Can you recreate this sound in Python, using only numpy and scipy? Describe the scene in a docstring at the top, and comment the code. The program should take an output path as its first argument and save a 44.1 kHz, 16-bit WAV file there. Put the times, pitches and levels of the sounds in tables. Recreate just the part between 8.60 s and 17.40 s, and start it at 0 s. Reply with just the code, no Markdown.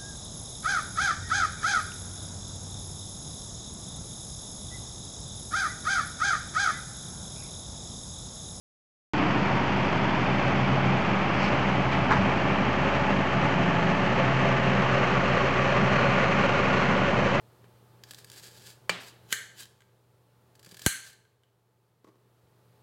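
"""On a paved yard, a six-cylinder diesel truck holds a fast idle and drives a wire weed brush.
The exhaust drones and beats against the hum of the hydraulic drive, and the engine block clatters.
The wires scour the stones with thousands of tiny ticks a second, and now and then catch on a joint.
The microphone is carried towards the brush, so the scouring and the ring of the brush head grow."""
import sys
import numpy as np
from scipy import signal
from scipy.fft import rfft, irfft
from scipy.io import wavfile

SR = 44100
rng = np.random.default_rng(int(sys.argv[2]) if len(sys.argv) > 2 else 0)


def to_wav(sig):
    """Store sig (one row per channel, or 1-D mono) as 16-bit WAV at the path in sys.argv[1].

    Samples outside -1..1 are clipped; the rate is SR.
    """
    pcm = np.clip(np.atleast_2d(sig), -1, 1) * 32767
    pcm = np.round(pcm).astype(np.int16)
    wavfile.write(sys.argv[1], SR, pcm.T)  # frames by channels


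N = 388080
T = np.arange(N) / SR
CYCLE_HZ = 12.055  # one engine cycle is two turns of the crank and six firings
WALK_FROM_S, WALK_TO_S = 3.35, 7.6  # the microphone moves up to the brush

# Tone colour of air on the microphone: (frequency [Hz], relative level [dB])
AIR_SPECTRUM = [(12, 3.0), (30, -2), (60, -5.0), (120, -26.5)]
# Hum of the hydraulic drive: (pitch [Hz], level [dB])
DRIVE_TONES = [(66.2, -55.5), (125, -41.5), (139, -42), (196.5, -38), (393, -52), (562, -53), (673, -49.5)]
# Tones of the exhaust: (pitch [multiples of the cycle rate], level [dB])
ENGINE_TONES = [(2, -68.5), (4, -54.5), (9, -45), (10, -39.5), (12, -41.5), (18, -42.5), (20, -45),
                (21, -44), (22, -49), (23, -53), (24, -53), (26, -55), (28, -45), (30, -43.5), (31, -46),
                (32, -48.5), (34, -46.5), (36, -62)]
# Low drones, each with one loud or dead spot on the walk; the one at 16 throbs against the drive:
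# (pitch [multiples of the cycle rate], level [dB], change at the spot [dB], time [s], spread [s])
EXHAUST_DRONES = [(6, -43.5, 5.5, 4.15, 0.45), (8, -43.5, -13, 5.2, 1.3), (14, -39.5, 9.5, 5.15, .3),
                  (16, -39, 6, 2.3, .5)]
# The exhaust's strongest boom swells and fades: (time [s], relative level [dB])
BOOM_LEVELS = [(0.56, -40), (0.97, -34), (1.06, -42.5), (2.3, -24.5), (2.55, -45), (3.17, -30), (4.69, -46),
               (4.74, -30), (5.4, -42.5), (5.7, -27), (6.73, -33.5), (7.56, -31), (7.65, -41), (8.8, -35)]
# Tone colour of the exhaust's rumble: (frequency [Hz], relative level [dB])
RUMBLE_SPECTRUM = [(20, -22), (55, -19), (90, -14.5), (120, -5.5), (180, 5), (250, 3), (320, -13.5),
                   (450, -14), (900, -22.5)]
# Tone colour of the engine block's clatter: (frequency [Hz], relative level [dB])
CLATTER_SPECTRUM = [(150, -11.5), (300, 5.5), (380, -10), (470, -8), (600, 1.5), (900, 1), (1250, -1),
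                    (1550, -6), (2000, -7.5), (2350, -7), (3100, -10), (3700, -25.5), (4700, -25),
                    (7500, -44.5)]
# Body panels rung by the engine, each facing one part of the walk:
# (pitch [Hz], half-width [Hz], level [dB], loudest at [s], spread [s])
PANEL_RINGS = [(300, 18, -33, 0.56, 0.29), (867, 35, -41, 5, 1.4), (944, 73, -40.5, 1.2, 0.62),
               (800, 110, -46, 2.8, 2.4), (2320, 220, -48.5, 2.2, 2.4), (3470, 270, -55.5, 1.7, 1.4),
               (4730, 1200, -58.5, 0.93, 2.2)]
# Tone colour of wires scouring stone: (frequency [Hz], relative level [dB])
SCOUR_SPECTRUM = [(250, -14.5), (420, 3.5), (650, 0), (830, -3), (1100, -2), (1600, -2), (1850, -2),
                  (2750, -7), (3050, -11.5), (3400, -18), (4200, -20), (4900, -26), (6300, -25.5),
                  (7800, -38)]
# Ring of the brush head and its guard:
# (pitch [Hz], half-width [Hz], level [dB], loudest at [s], spread [s])
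HEAD_RINGS = [(382.6, 17, -42, 6.9, 1.8), (555, 63, -36, 7.6, 3.9), (536, 79, -34.5, 8.62, 0.11),
              (671, 11, -38, 5.4, 1.1), (1037, 68, -40.5, 9, 0.71), (1166, 93, -39, 7.1, 1.9),
              (1435, 60, -40, 7.8, 1), (1770, 120, -47.5, 5.4, 1.3), (2420, 450, -49.5, 7.5, 0.45)]
# Thin singing of the steel wires, heard close up:
# (pitch [Hz], half-width [Hz], relative level [dB], loudest at [s], spread [s])
WIRE_RINGS = [(4178, 13, -59.5, 7.4, 1.9), (4325, 13, -57.5, 7.2, 1.4)]
# Wires catch on joints in the paving:
# (time [s], level [dB], rise [s], decay [s], ring pitch [Hz], half-width [Hz], share of rasp [0-1])
WIRE_CATCHES = [(2.83, -30, 0.075, 0.056, 2530, 600, 0.52), (2.844, -44, 0.061, 0.05, 4480, 1400, 0.23),
                (3.325, -31, .01, 0.04, 2980, 900, 0.82), (3.515, -25.5, 0.0056, 0.024, 1650, 380, 0.43),
                (3.52, -22.5, 0.017, 0.051, 1060, 450, 0.43), (3.9, -34, .02, 0.034, 2380, 300, 0.26)]
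# Tone colour of a tuft rasping free: (frequency [Hz], relative level [dB])
RASP_SPECTRUM = [(300, -13), (700, 2), (1750, 4.5), (2800, -16.5), (3800, -11), (5500, -16), (7800, -28)]
# Low bumps and booms: (time [s], level [dB], pitch [Hz], decay [s])
LOW_BUMPS = [(3.52, -40, 35, .04), (3.595, -30, 97.3, .05), (3.6, -26.5, 190, 0.027), (6.24, -40, 28, .025),
             (8.06, -45, 27.6, .04)]


def amp(db):
    """Turns decibels into a number to multiply a sound by."""
    return 10 ** (np.asarray(db) / 20)


def unit(x):
    """Scales a signal to an average strength (rms) of 1."""
    return x / np.sqrt(np.mean(x ** 2) + 1e-20)


def colour(x, spectrum):
    """Gives x the tone colour in a table, fading away beyond the table's ends."""
    hz, db = np.transpose(spectrum)
    f = np.fft.rfftfreq(N, 1 / SR) + 1
    edges = 1 / np.sqrt((1 + (hz[0] / 2 / f) ** 4) * (1 + (f / 2 / hz[-1]) ** 4))
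    shape = amp(np.interp(np.log(f), np.log(hz), db))
    return unit(irfft(rfft(x) * edges * shape, N))


def ring(x, hz, width):
    """Makes x ring near one pitch; a smaller width rings longer."""
    f = np.fft.rfftfreq(N, 1 / SR)
    return unit(irfft(rfft(x) / (1 + 1j * (f - hz) / width) ** 2, N))


def drift(rate):
    """A smooth random wobble, up to about rate changes a second."""
    f = np.fft.rfftfreq(N, 1 / SR)
    return unit(irfft(rfft(rng.standard_normal(N)) * np.exp(-(f / rate) ** 2) * (f > 0), N))


def tone(turns, waver):
    """A tone that wavers as echoes from the yard mix with it."""
    echo = waver * (drift(1.7) + 1j * drift(2))
    return unit(((1 + echo) * np.exp(2j * np.pi * (turns + rng.random()))).real)


def swell(s, spread):
    """A smooth hump in loudness around time s."""
    return np.exp(-((T - s) / spread) ** 2)


def burst(s, rise, decay):
    """A sharp peak in loudness that builds up to time s and dies away."""
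    return np.exp(-np.maximum((s - T) / rise, (T - s) / decay))


def ringing_parts(x, table):
    """Parts shaken by x ring, each loudest where the microphone faces it."""
    return sum(amp(db) * swell(s, spread) * ring(x, hz, width) for hz, width, db, s, spread in table)


def approach(near_db, ease_per_s=0.13):
    """The level changes by near_db on the walk up to the brush, then eases back past it."""
    nearness = np.clip((T - WALK_FROM_S) / (WALK_TO_S - WALK_FROM_S), 0, 1)
    return amp(near_db * (nearness - ease_per_s * np.maximum(T - WALK_TO_S, 0)))


def breeze(db=-54, gust_db=3):
    """Air moves over the microphone as it is carried forward."""
    air = colour(rng.standard_normal(N), AIR_SPECTRUM)
    return amp(db + gust_db * drift(4)) * swell(s=6.4, spread=2.5) * air


def ground_dip(x, hz=305, width=38, depth=0.49):
    """Close to the truck, the echo off the paving partly cancels a band of low sound."""
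    f = np.fft.rfftfreq(N, 1 / SR)
    band = irfft(rfft(x) * np.exp(-((f - hz) / width) ** 2), N)
    return x - depth * swell(s=7, spread=1.7) * band


def hydraulics(cycles):
    """The drive is geared to the engine, and its hum beats against the exhaust's tones."""
    return sum(amp(db) * tone(hz * cycles / CYCLE_HZ, waver=0.2) for hz, db in DRIVE_TONES)


def exhaust(cycles, puff_depth=0.26, throb_hz=3.7, throb_db=1):
    """Tones that follow the engine, over a surging rumble that is puffed out at each firing."""
    tones = sum(amp(db) * tone(k * cycles, waver=0.28) for k, db in ENGINE_TONES)
    drones = sum(amp(db + spot_db * swell(s, spread)) * tone(k * cycles, waver=0.17)
                 for k, db, spot_db, s, spread in EXHAUST_DRONES)
    boom_db = np.interp(T, *np.transpose(BOOM_LEVELS)) - 1
    boom = amp(boom_db) * tone(11 * cycles, waver=0.077)
    firing = np.cos(2 * np.pi * 6 * cycles)
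    puffs = rng.standard_normal(N) * (1 + puff_depth * firing)
    surge_db = throb_db * np.sin(2 * np.pi * (throb_hz * T + rng.random()))
    rumble = amp(-33.5 + surge_db) * approach(near_db=1) * colour(puffs, RUMBLE_SPECTRUM)
    return tones + drones + boom + rumble


def clatter(cycles, crank_knock=0.41, firing_knock=0.21, repeat_share=0.28):
    """The block knocks at every firing and harder once per crank turn, ringing the body panels."""
    one_cycle = rng.standard_normal(round(SR / CYCLE_HZ))  # this part of the rattle repeats
    repeating = np.interp(cycles % 1, np.linspace(0, 1, len(one_cycle)), one_cycle)
    fresh = rng.standard_normal(N)
    rattle = np.sqrt(repeat_share) * unit(repeating) + np.sqrt(1 - repeat_share) * fresh
    crank, firing = (2 * cycles) % 1, (6 * cycles) % 1
    decay = 0.29  # as a share of the gap between knocks
    blows = rattle * (1 + crank_knock * np.exp(-crank / decay) + firing_knock * np.exp(-firing / decay))
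    block = amp(-28.5) * approach(near_db=-0.7) * colour(blows, CLATTER_SPECTRUM)
    return block + ringing_parts(blows, PANEL_RINGS)


def wire_ticks(per_s, spread_db):
    """Wire tips snap across the stone: many small ticks and a few large ones."""
    size = amp(spread_db * np.minimum(rng.exponential(1, N), 4))
    return unit(size * rng.choice([-1, 1], N) * (rng.random(N) < per_s / SR))


def bumps(rise_s=0.017):
    """Short, low thuds sound underneath the brushing."""
    return sum(amp(db) * burst(s, rise_s, decay) * np.sqrt(2) * np.sin(2 * np.pi * (hz * T + rng.random()))
               for s, db, hz, decay in LOW_BUMPS)


def catches():
    """A tuft of wires snags, then rasps and rings as it pulls free."""
    ticks = wire_ticks(per_s=2400, spread_db=1.0)
    rasp = colour(ticks, RASP_SPECTRUM)
    out = np.zeros(N)
    for s, db, rise, decay, hz, width, share in WIRE_CATCHES:
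        snag = unit(share * rasp + (1 - share) * ring(ticks, hz, width))
        out += amp(db) * burst(s, rise, decay) * snag
    return out


def brush(tuft_db=1.0, sway_db=0.47):
    """Tufts press unevenly on the paving; their ticks ring the brush head and the wires."""
    ticks = wire_ticks(per_s=6000, spread_db=2.5) * amp(tuft_db * drift(45) + sway_db * drift(3.4))
    scour = amp(-32.5) * approach(near_db=6) * colour(ticks, SCOUR_SPECTRUM)
    singing = amp(-2) * ringing_parts(ticks, WIRE_RINGS)
    return scour + ringing_parts(ticks, HEAD_RINGS) + singing


def scene():
    """The engine holds a nearly steady speed while the brush works the paving."""
    cycles = np.cumsum(CYCLE_HZ * (1 + 0.001202 * drift(1.474))) / SR  # engine cycles so far
    truck = exhaust(cycles) + hydraulics(cycles) + clatter(cycles) + brush()
    return (ground_dip(truck) + catches() + bumps() + breeze())[None]


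def record(dry, start_s=0.5355, offset=0.016, cutoff_hz=8130):
    """The sound cuts in suddenly, riding on a small constant offset; the highest treble is cut."""
    live = (dry + offset) * (T >= start_s)
    low_pass = signal.firwin(301, cutoff_hz, window=("kaiser", 9), fs=SR)
    return signal.oaconvolve(live, low_pass[None], "same")


dry = scene()
out = record(dry)
to_wav(out)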